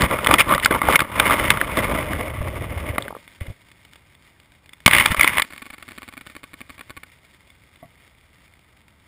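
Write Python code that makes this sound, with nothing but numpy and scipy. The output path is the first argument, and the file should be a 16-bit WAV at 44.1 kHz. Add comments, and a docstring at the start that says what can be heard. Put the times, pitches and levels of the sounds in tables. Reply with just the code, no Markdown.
"""Inside a plastic cooler, heard through a camera's waterproof case, a hand digs a beer can out of ice.
Cubes crunch as they rub and clack as they snap past each other. The can is tugged free with a low
judder, and ice slides into the hole it leaves. Meltwater drips off the can onto the ice, then the can
meets a foam sleeve with a hollow knock. Faint outdoor air and the fizz of melting ice lie underneath."""
import sys
import numpy as np
from scipy import signal
from scipy.io import wavfile

SR = 44100
rng = np.random.default_rng(int(sys.argv[2]) if len(sys.argv) > 2 else 0)


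def dump_mix(stems):
    """Bounce the given channels to the path in sys.argv[1] as a 16-bit WAV at rate SR."""
    frames = np.atleast_2d(stems).T  # one column per channel
    limited = np.clip(frames, -1, 1)  # hard clip at full scale
    pcm = np.round(limited * 32767).astype(np.int16)
    wavfile.write(sys.argv[1], SR, pcm)


N = 399987
TIME = np.arange(N) / SR
RING_SAMPLES = 4096
HZ = np.fft.rfftfreq(RING_SAMPLES, 1 / SR)

# the loudest cubes knocking together: t/s, level/dB, brightness/dB, main ring f/Hz
CUBE_KNOCKS = [(0.019, -8.5, 4.5, 1550), (0.125, -12.5, -12, 580), (0.187, -13, -2.5, 1290),
               (0.245, -15, 4, 2920), (0.262, -10, -5, 1260), (0.27, -2.5, 3, 2000), (0.31, -1, -5, 1330),
               (0.339, 2, 1.5, 1310), (0.404, -1, 2.5, 2430), (0.409, -4, 3.5, 2580), (0.492, -14, 0, 1290),
               (0.51, -5, -9, 1300), (0.521, -7, -5, 1270), (0.537, -6, -2, 1350), (0.548, -11, 3.5, 542),
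               (0.579, -10.5, -0.5, 1200), (0.598, -18, 2, 3450), (0.647, -8.5, 28, 4900),
               (0.658, 1, 2.5, 1630), (0.709, -8, -5.5, 1040), (0.816, -6.5, -6.5, 1310),
               (0.885, -2.5, -13, 770), (0.924, -9, 5, 1089), (0.934, -11, -2, 1230),
               (0.947, -7.5, -7.5, 1490), (0.956, 3.5, 6, 2330), (0.96, -4.5, -2, 2480),
               (0.991, -8, 2, 1640), (1.004, -7, 5, 1200), (1.018, -10, -5, 1250), (1.198, 0.5, 4.5, 1620),
               (1.297, -7.5, -9, 1230), (1.307, -5, -2, 1290), (1.503, 1, 6.5, 1740),
               (1.571, -14, -2, 1260), (1.613, -5.5, -4, 1830), (1.771, -14, 5, 1950), (1.85, -18, -5, 600),
               (1.913, -14, -10.5, 970), (1.958, -18, -8, 553), (2.022, -19, -8, 594),
               (2.133, -19, -0.5, 1550), (2.473, -23, -11, 690), (2.959, -23, -10, 500),
               (2.981, -8.5, -3.5, 700), (3.022, -23.5, 4, 3940), (3.081, -22, -4.5, 425),
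               (3.105, -23, -40, 430), (3.125, -27, -32, 450), (3.149, -25, -18, 470),
               (3.165, -27, -25, 424), (4.861, 7, 8, 2310), (4.862, -0.5, 5, 2150), (4.878, 1, 1.5, 1020),
               (4.91, -6, 1.5, 2320), (4.933, -2, 4.5, 1870), (4.95, -8, 4, 2220), (4.965, -5, 3.5, 2320),
               (4.973, -11, 6, 2370), (4.983, -2.5, 8, 1870), (4.998, -5, 9, 2250), (5.058, 0.5, 3, 2700),
               (5.116, -10, 3, 1490), (5.145, -11.5, -1, 1290), (5.195, -5, 1, 2320), (5.209, 1, 4.5, 2220),
               (5.23, -4.5, 13, 2023), (5.244, -4, 0, 2020), (5.275, -2.5, 9.5, 2330),
               (5.37, -10.5, 0, 2320), (5.382, -5.5, 3.5, 2320), (5.397, -6, 3, 1810),
               (5.42, -7.5, 7, 2200)]
# the hand and the can shoving the ice: start t/s, length/s, force/dB, extra crackle/dB
HAND_SHOVES = [(0.0, 0.052, -16.5, -0.5), (0.1, 0.043, -19.5, -5), (0.278, 0.068, -16.5, -2.5),
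               (.38, 0.027, -24, 13), (0.465, 0.085, -19, -5), (0.622, 0.023, -32, 13.5),
               (0.703, .06, -16.5, -8.5), (0.827, 0.071, -20.5, -6), (.868, .075, -20, 1),
               (0.985, 0.038, -23, -2), (1.15, 0.08, -23.5, -2), (1.245, 0.11, -19.5, -1.5),
               (1.383, 0.134, -23.5, 4), (1.76, 0.089, -23, -0.5), (2.39, 0.029, -37.5, 2),
               (2.465, 0.033, -43.5, 9.5), (2.597, 0.029, -44, 5), (2.854, 0.053, -34, 2.5),
               (3.402, 0.03, -41, 7.5), (3.449, 0.062, -46.5, 0.5)]
# the hand rubbing the ice between shoves: t/s, force/dB
HAND_RUB = [(0, -27.5), (.45, -31.5), (1.08, -35.5), (1.3, -22), (1.62, -29.5), (1.95, -26), (2.35, -33),
            (2.8, -35), (3.05, -37), (3.22, -64)]
# ice sliding into the hole: start t/s, length/s, force/dB
ICE_SLIDES = [(4.872, 0.065, -26), (4.922, 0.091, -21), (5.014, 0.063, -26.5), (5.09, 0.032, -25),
              (5.16, .025, -28.5), (5.191, 0.094, -27), (5.285, 0.11, -27.5), (5.405, 0.034, -46.5)]
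# how much of the crunch is deep in the heap: t/s, share from 0 to 1
BURIED_SHARE = [(0, 0.3), (1.3, 0.11), (2.2, 0.58), (3.55, 0.9), (4.8, 0.06), (5.5, 0.03)]
# tugs that make the can judder against the heap: start t/s, length/s, level/dB
CAN_TUGS = [(1.949, 0.27, -36), (2.292, 0.087, -32.5), (2.39, 0.12, -33), (2.496, 0.095, -31),
            (2.598, 0.114, -25), (2.75, 0.064, -29.5), (2.873, .035, -29)]
# dull bumps through the cooler: t/s, level/dB, f/Hz
COOLER_BUMPS = [(0.742, -24, 60), (0.886, -9.5, 330), (2.407, -12, 74), (3.414, -16.5, 85.8),
                (3.482, -22, 95), (3.501, -19.5, 96), (4.86, -7, 103), (4.863, 0.5, 210),
                (5.106, -11.5, 66), (5.12, -11.5, 190), (5.184, -18.5, 55)]
# drops falling off the can ever more slowly: t/s, level/dB, head start of the small droplet/s
CAN_DRIPS = [(5.4487, -21.5, 0.0055), (5.507, -23.5, 0.0028), (5.5348, -19.5, 0.01), (5.5795, -21, .017),
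             (5.624, -18.5, 0.0046), (5.665, -21.5, 0.0089), (5.7062, -20, 0.004), (5.7378, -22.5, 0.0068),
             (5.744, -23, 0.0015), (5.7838, -24.5, 0.0023), (5.8274, -19.5, 0.0015),
             (5.8882, -19.5, 0.0077), (5.919, -21.5, 0.0093), (5.9822, -20, 0.004), (6.0309, -19, .011),
             (6.0876, -19, 0.0084), (6.1378, -22.5, 0.012), (6.1768, -19.5, 0.0074),
             (6.2124, -22.5, 0.0021), (6.2708, -20.5, 0.0049), (6.3008, -26.5, 0.0016),
             (6.3652, -18.5, 0.013), (6.4401, -18.5, 0.007), (6.5403, -21.5, 0.0064), (6.6146, -19, 0.0085),
             (6.7025, -21, .007), (6.7933, -23, 0.013), (6.811, -19.5, .002), (6.905, -18, 0.0081),
             (6.9732, -20, 0.0062), (7.0349, -21.5, 0.0023)]
# notes that the hollow in the ice under the drops lifts or weakens: f/Hz, width/Hz, level/dB
PUDDLE_PEAKS = [(795, 260, 3), (925, 81, -12), (1124, 52, 5.5), (1490, 40, 5), (1544, 43, -13),
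                (1810, 120, 2), (2020, 130, -10), (2330, 130, 4)]
# ticks of settling ice: t/s, level/dB
ICE_TICKS = [(3.278, -25), (3.468, -27), (3.716, -31.5), (3.85, -32.5), (3.934, -29), (3.958, -30),
             (4.151, -34), (4.4, -34.5), (4.66, -36), (4.693, -29), (4.733, -26), (4.804, -30),
             (7.118, -35.5), (7.347, -34.5), (7.502, -33.5), (7.759, -34.5), (8.072, -40.5), (8.345, -40),
             (8.537, -39)]
# the can meeting its sleeve: t/s, level/dB
SLEEVE_HITS = [(7.827, -34), (7.841, -37.5)]
# the notes of the full can: f/Hz, level/dB, time to fade by 60 dB/s
CAN_NOTES = [(119.3, -9, 0.22), (159.6, -8, 0.13), (245, -9, 0.11), (682, 0.5, 0.077), (870, -17, 0.038),
             (1114, -13, 0.092), (2030, -8, 0.033)]
# stirred ice fizzing, then calming down: t/s, level/dB, fading/(dB per s)
FIZZ_STARTS = [(3.0, -50, 8.5), (5.4, -47.5, 5.5)]
# how the case muffles the sound, and the recorder's steep treble cut near 6 kHz: f/Hz, level/dB
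CASE_AND_RECORDER_TONE = [(20, -4.5), (70, 4.5), (700, 1), (2400, -1.5), (3600, -10.5), (4000, -14.5),
                          (5100, -14), (5600, -20), (6000, -29), (8000, -55)]
# notes that the case lifts or weakens: f/Hz, width/Hz, level/dB
CASE_PEAKS = [(500, 150, 0.5), (732, 170, -3), (1251, 310, 4), (1550, 200, 0), (2053, 260, 4.5),
              (2330, 330, 1.5), (2588, 160, -6.5), (2723, 41, 1.5), (3560, 350, 5.5)]
# the tone of each sound, from low to high: f/Hz, level/dB
CLACK_TONE = [(30, -17.5), (200, -7.5), (600, -3), (1000, 3), (2500, 3.5), (4000, 3.5), (6000, -6.5)]  # cubes hitting each other
EDGE_TONE = [(100, -50), (1000, -20), (1900, 1), (3000, 0), (4500, -6), (6000, 1.5)]  # crackling edges
TOP_ICE_TONE = [(40, -21), (200, -6.5), (650, -11.5), (950, 5), (1450, -3), (2100, -14), (6000, -28.5)]  # cubes rubbing on top
DEEP_ICE_TONE = [(40, -19.5), (180, -6.5), (420, 1), (680, 2), (1000, -14), (2000, -24), (6000, -38.5)]  # cubes rubbing deep down
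HEAP_TONE = [(15, -10), (40, -3), (75, -2), (120, -4), (210, -10), (330, -16.5), (600, -39), (3000, -66.5)]  # the whole heap moving
TUG_TONE = [(20, -34), (50, -7), (70, 2), (105, 1), (140, -9.5), (220, -40), (1000, -75)]  # the juddering can
DROP_TONE = [(30, 2), (80, 5), (150, -1.5), (270, 6), (550, -4), (1200, 1), (2400, 7.5), (3300, 2.5),
             (4500, 11), (5200, -7), (6000, 6.5)]  # water landing on ice
FIZZ_TONE = [(30, -15), (400, -7.5), (1300, -8), (2100, 2), (3600, 3), (6000, 5)]  # melting ice
OUTDOOR_TONE = [(15, -6.5), (35, -4), (70, 2.5), (140, -2), (230, -6.5), (430, -14), (800, -10),
                (1300, -16.5), (2200, -14.5), (6000, -10)]  # the open air


def cube_knocks(gain_db=-5.0, ring_db=7.5, ring_width=0.23, contact_s=0.0042):
    """Cubes snap past each other and ring briefly; hard contacts are bright, buried ones dull."""
    out = np.zeros(N)
    tilt = np.tanh(np.log((HZ + 1) / 1700) * 2)  # more treble, less bass
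    for s, db, bright_db, hz in CUBE_KNOCKS:
        tone = curve(CLACK_TONE) + bright_db * tilt + ring_db * hump(hz, ring_width * hz)
        body = ring(tone + random_colour(2.0))
        knock = unit(signal.fftconvolve(slip(), body))
        add(out, s, amp(db + gain_db) * np.sqrt(contact_s * SR) * knock)
    return out


def slip(rise_s=0.0011, count=24):
    """Two cubes give way in a tight run of clicks that swells and dies."""
    age = np.linspace(.15, 5, count) + rng.uniform(-.1, .1, count)
    size = age * np.exp(-age) * rng.standard_normal(count)
    return np.bincount((age * rise_s * SR).astype(int), size)


def ice_crunch(force, crackle, muffling=0.21):
    """Edges crackle, cubes rub and loose ones clack; those deep in the heap sound muffled."""
    sticking = fits(depth_db=3.3, per_s=100)  # ice sticks, then gives way
    deep = buried_share()
    edge_gain = sticking * crackle * (1 - muffling * deep) * amp(-3.5)
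    top_gain = sticking * force * np.sqrt(1 - deep) * amp(-3)
    deep_gain = sticking * force * np.sqrt(deep)
    edges = grains(edge_gain, EDGE_TONE, per_s=1800, spread_db=3.7, colour_db=3)
    top = grains(top_gain, TOP_ICE_TONE, per_s=1300, spread_db=-0.5, colour_db=2)
    buried = grains(deep_gain, DEEP_ICE_TONE, per_s=530, spread_db=1, colour_db=1)
    loose = grains(force * (1 - deep) * amp(-9), CLACK_TONE, per_s=85, spread_db=2.5, colour_db=6)
    return edges + top + buried + loose


def ice_movement(rub_crackle_db=-1, slide_crackle_db=6):
    """Rubs, shoves and slides add up to how hard the ice crunches and crackles at each moment."""
    rub = amp(np.interp(TIME, *np.transpose(HAND_RUB), right=-np.inf))
    moves = [(rub, rub_crackle_db)]
    moves += [(amp(db) * stroke(s, length), crackle_db) for s, length, db, crackle_db in HAND_SHOVES]
    moves += [(amp(db) * stroke(s, length), slide_crackle_db) for s, length, db in ICE_SLIDES]
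    force = np.sqrt(sum(gain ** 2 for gain, _ in moves))
    crackle = np.sqrt(sum((gain * amp(db)) ** 2 for gain, db in moves))
    return force, crackle


def stroke(start, length, swell_s=0.0089, fade_s=0.012):
    """One movement swells, holds and dies away."""
    age = TIME - start
    return np.clip(age / swell_s, 0, 1) * np.exp(-np.clip((age - length) / fade_s, 0, 30))


def buried_share():
    """How much of the crunching happens deep in the heap at each moment."""
    return np.clip(np.interp(TIME, *np.transpose(BURIED_SHARE)), 0, 1)


def heap_rumble(force, gain_db=-9.5, bump_cycles=0.64):
    """Shoves travel through the heap as a low rumble, a judder and short, dull bumps."""
    firmness = force / (force + amp(-45.5))  # a light touch does not move the heap
    jostle = amp(gain_db) * force ** 0.68 * firmness * np.sqrt(.1 + buried_share())
    out = grains(jostle, HEAP_TONE, per_s=600, spread_db=4.5, colour_db=0.5, count=2)
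    tugging = sum(amp(db) * stroke(s, length) for s, length, db in CAN_TUGS)
    out += grains(tugging, TUG_TONE, per_s=460, spread_db=4.5, colour_db=-5, count=1)
    t = np.arange(RING_SAMPLES) / SR
    for s, db, hz in COOLER_BUMPS:
        add(out, s, amp(db) * np.sin(2 * np.pi * hz * t) * np.exp(-t * hz / bump_cycles))
    return out


def water_drips(droplet_db=-3.5, strays_per_s=7, step_s=0.01):
    """Meltwater lands on one spot: a droplet, the full drop behind it, and a few stray specks."""
    drops = [(s, db) for s, db, _ in CAN_DRIPS]
    droplets = [(s - lead, db + droplet_db) for s, db, lead in CAN_DRIPS]
    moments = np.arange(CAN_DRIPS[0][0], CAN_DRIPS[-1][0], step_s)
    lands = rng.random(N)[:len(moments)] < strays_per_s * step_s
    strays = [(s, -33) for s in moments[lands]]
    tone = curve(DROP_TONE) + peaks(PUDDLE_PEAKS)
    return taps(drops + droplets + strays, tone, gain_db=-2, span_s=0.005, rebound=0.5)


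def settling_ticks():
    """Small cubes ring as they settle."""
    tone = curve(FIZZ_TONE) + 2.9 * hump(2150, 200) + 7.7 * hump(3490, 180)
    return taps(ICE_TICKS, tone, gain_db=-2.5, span_s=0.0032, rebound=1.0)


def sleeve_knock(rise_s=0.0008):
    """The full can gives a hollow knock as it meets the foam."""
    out, t = np.zeros(N), np.arange(SR // 4) / SR
    note = sum(amp(db - 60 * t / fade_s) * np.sin(2 * np.pi * hz * t) for hz, db, fade_s in CAN_NOTES)
    for s, db in SLEEVE_HITS:
        add(out, s, amp(db) * note * (1 - np.exp(-t / rise_s)))
    return out


def melting_fizz():
    """Melting ice fizzes faintly, more after a stir, and gives tiny ringing pops."""
    calm_power = amp(-61) ** 2
    stirred_power = sum((TIME > s) * amp(db - fade * abs(TIME - s)) ** 2 for s, db, fade in FIZZ_STARTS)
    gain = np.sqrt(calm_power + stirred_power) * fits(depth_db=3, per_s=44) * amp(-3)
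    fizz = grains(gain, FIZZ_TONE, per_s=1300, spread_db=3, colour_db=-1, count=4)
    pops = grains(np.full(N, amp(-66)), FIZZ_TONE, per_s=25, spread_db=2.5, colour_db=5)
    return fizz + pops


def outdoor_air(level_db=-58):
    """The open air is a soft, steady rush of noise."""
    return amp(level_db) * signal.oaconvolve(rng.standard_normal(N), ring(curve(OUTDOOR_TONE)))[:N]


def cooler_echo(sound, echo_db, fade_s):
    """The close plastic walls send back a brief patter of echoes."""
    t = np.arange(RING_SAMPLES) / SR
    echoes = rng.standard_normal(RING_SAMPLES) * (rng.random(RING_SAMPLES) < .1)
    echoes *= (t > .002) * amp(-60 * t / fade_s)
    return sound + amp(echo_db) * signal.oaconvolve(sound, unit(echoes))[:N]


def grains(gain, tone, per_s, spread_db, colour_db, count=7):
    """Many tiny clicks of random size, each ringing one of `count` pieces of ice."""
    at = np.flatnonzero(rng.random(N) < per_s / SR)
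    chance, sign, which = rng.random((3, N))[:, at]
    size = amp(spread_db * np.minimum(-np.log(chance + 1e-9), 4)) * np.sign(sign - .5)
    size = unit(size) * np.sqrt(N) * gain[at]
    piece = (which * count).astype(int)
    out = np.zeros(N)
    for k in range(count):
        clicks = np.bincount(at, size * (piece == k), N)
        out += signal.oaconvolve(clicks, ring(curve(tone) + random_colour(colour_db)))[:N]
    return out


def taps(rows, tone, gain_db, span_s, rebound):
    """Light, sharp taps, each with a slightly different tone."""
    out = np.zeros(N)
    for s, db in rows:
        tap = signal.fftconvolve(bounces(span_s, rebound), ring(tone + random_colour(1.0)))
        add(out, s, amp(db + gain_db) * tap / abs(tap).max())
    return out


def bounces(span_s, rebound, count=6):
    """One click and its quick, fading bounces."""
    late, size = rng.random(count), rng.standard_normal(count)
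    clicks = np.zeros(RING_SAMPLES)
    clicks[0] = 1
    at = np.minimum(late * span_s * SR, RING_SAMPLES - 1).astype(int)
    np.add.at(clicks, at, rebound * size * np.exp(-late))
    return clicks


def fits(depth_db, per_s):
    """A gain that jumps up and down at random, keeping the average power at 1."""
    moments = np.arange(0, TIME[-1] + 1, 1 / per_s)
    jumps = np.clip(rng.standard_normal(len(moments)), -2, 2)
    return unit(amp(depth_db * np.interp(TIME, moments, jumps))) * np.sqrt(N)


def ring(tone_db):
    """One click with this tone, heard through the case and the recorder's treble cut."""
    db = tone_db + curve(CASE_AND_RECORDER_TONE) + peaks(CASE_PEAKS)
    log_gain = np.log(amp(np.r_[db, db[-2:0:-1]]))
    spectrum = np.exp(np.conj(signal.hilbert(log_gain)))  # all ringing comes after the click
    return unit(np.fft.ifft(spectrum).real)


def random_colour(spread_db, count=10):
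    """Every piece of ice favours its own few broad bands of pitch, in dB."""
    centres = np.geomspace(400, 5000, count) * rng.uniform(.85, 1.15, count)
    heights = rng.standard_normal(count)
    return spread_db * sum(height * hump(hz, hz / 6) for hz, height in zip(centres, heights))


def curve(points):
    """Joins the points of a tone table into a curve in dB."""
    hz, db = np.transpose(points)
    return np.interp(np.log(HZ + 1), np.log(hz), db)


def peaks(rows):
    """Adds peaks and dips into one curve in dB."""
    return sum(db * hump(hz, width) for hz, width, db in rows)


def hump(hz, width):
    """A rounded hump of height 1 around one frequency."""
    return np.exp(-2 * ((HZ - hz) / width) ** 2)


def amp(db):
    """Turns decibels into a gain."""
    return 10 ** (np.asarray(db) / 20)


def unit(x):
    """Scales a sound to energy 1."""
    return x / np.sqrt(np.sum(x ** 2) + 1e-20)


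def add(mix, s, sound):
    """Lays a sound into the mix at s seconds."""
    part = mix[max(0, round(s * SR)):][:len(sound)]
    part += sound[:len(part)]


def scene():
    """Ice, water and can echo in the cooler, over rumble, air and fizz, in one channel."""
    force, crackle = ice_movement()
    close = cube_knocks() + ice_crunch(force, crackle) + water_drips() + settling_ticks() + sleeve_knock()
    mix = cooler_echo(close, echo_db=-13, fade_s=0.026) + heap_rumble(force) + outdoor_air()
    mix += cooler_echo(melting_fizz(), echo_db=-7, fade_s=0.028)
    return mix[None]


def record(dry, clock_hz=12000, hold=4, cutoff_hz=15500):
    """A slow converter flattens the hardest knocks and holds each sample, adding a copy in the treble."""
    samples = np.clip(signal.resample_poly(dry, clock_hz, SR, axis=1), -.95, .95)
    held = np.repeat(samples, hold, axis=1)
    steps = signal.resample_poly(held, SR, clock_hz * hold, axis=1)[:, :N]
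    low_pass = signal.firwin(255, cutoff_hz, window=("kaiser", 8), fs=SR)
    return signal.oaconvolve(steps, low_pass[None], "same")


dry = scene()
out = record(dry)
dump_mix(out)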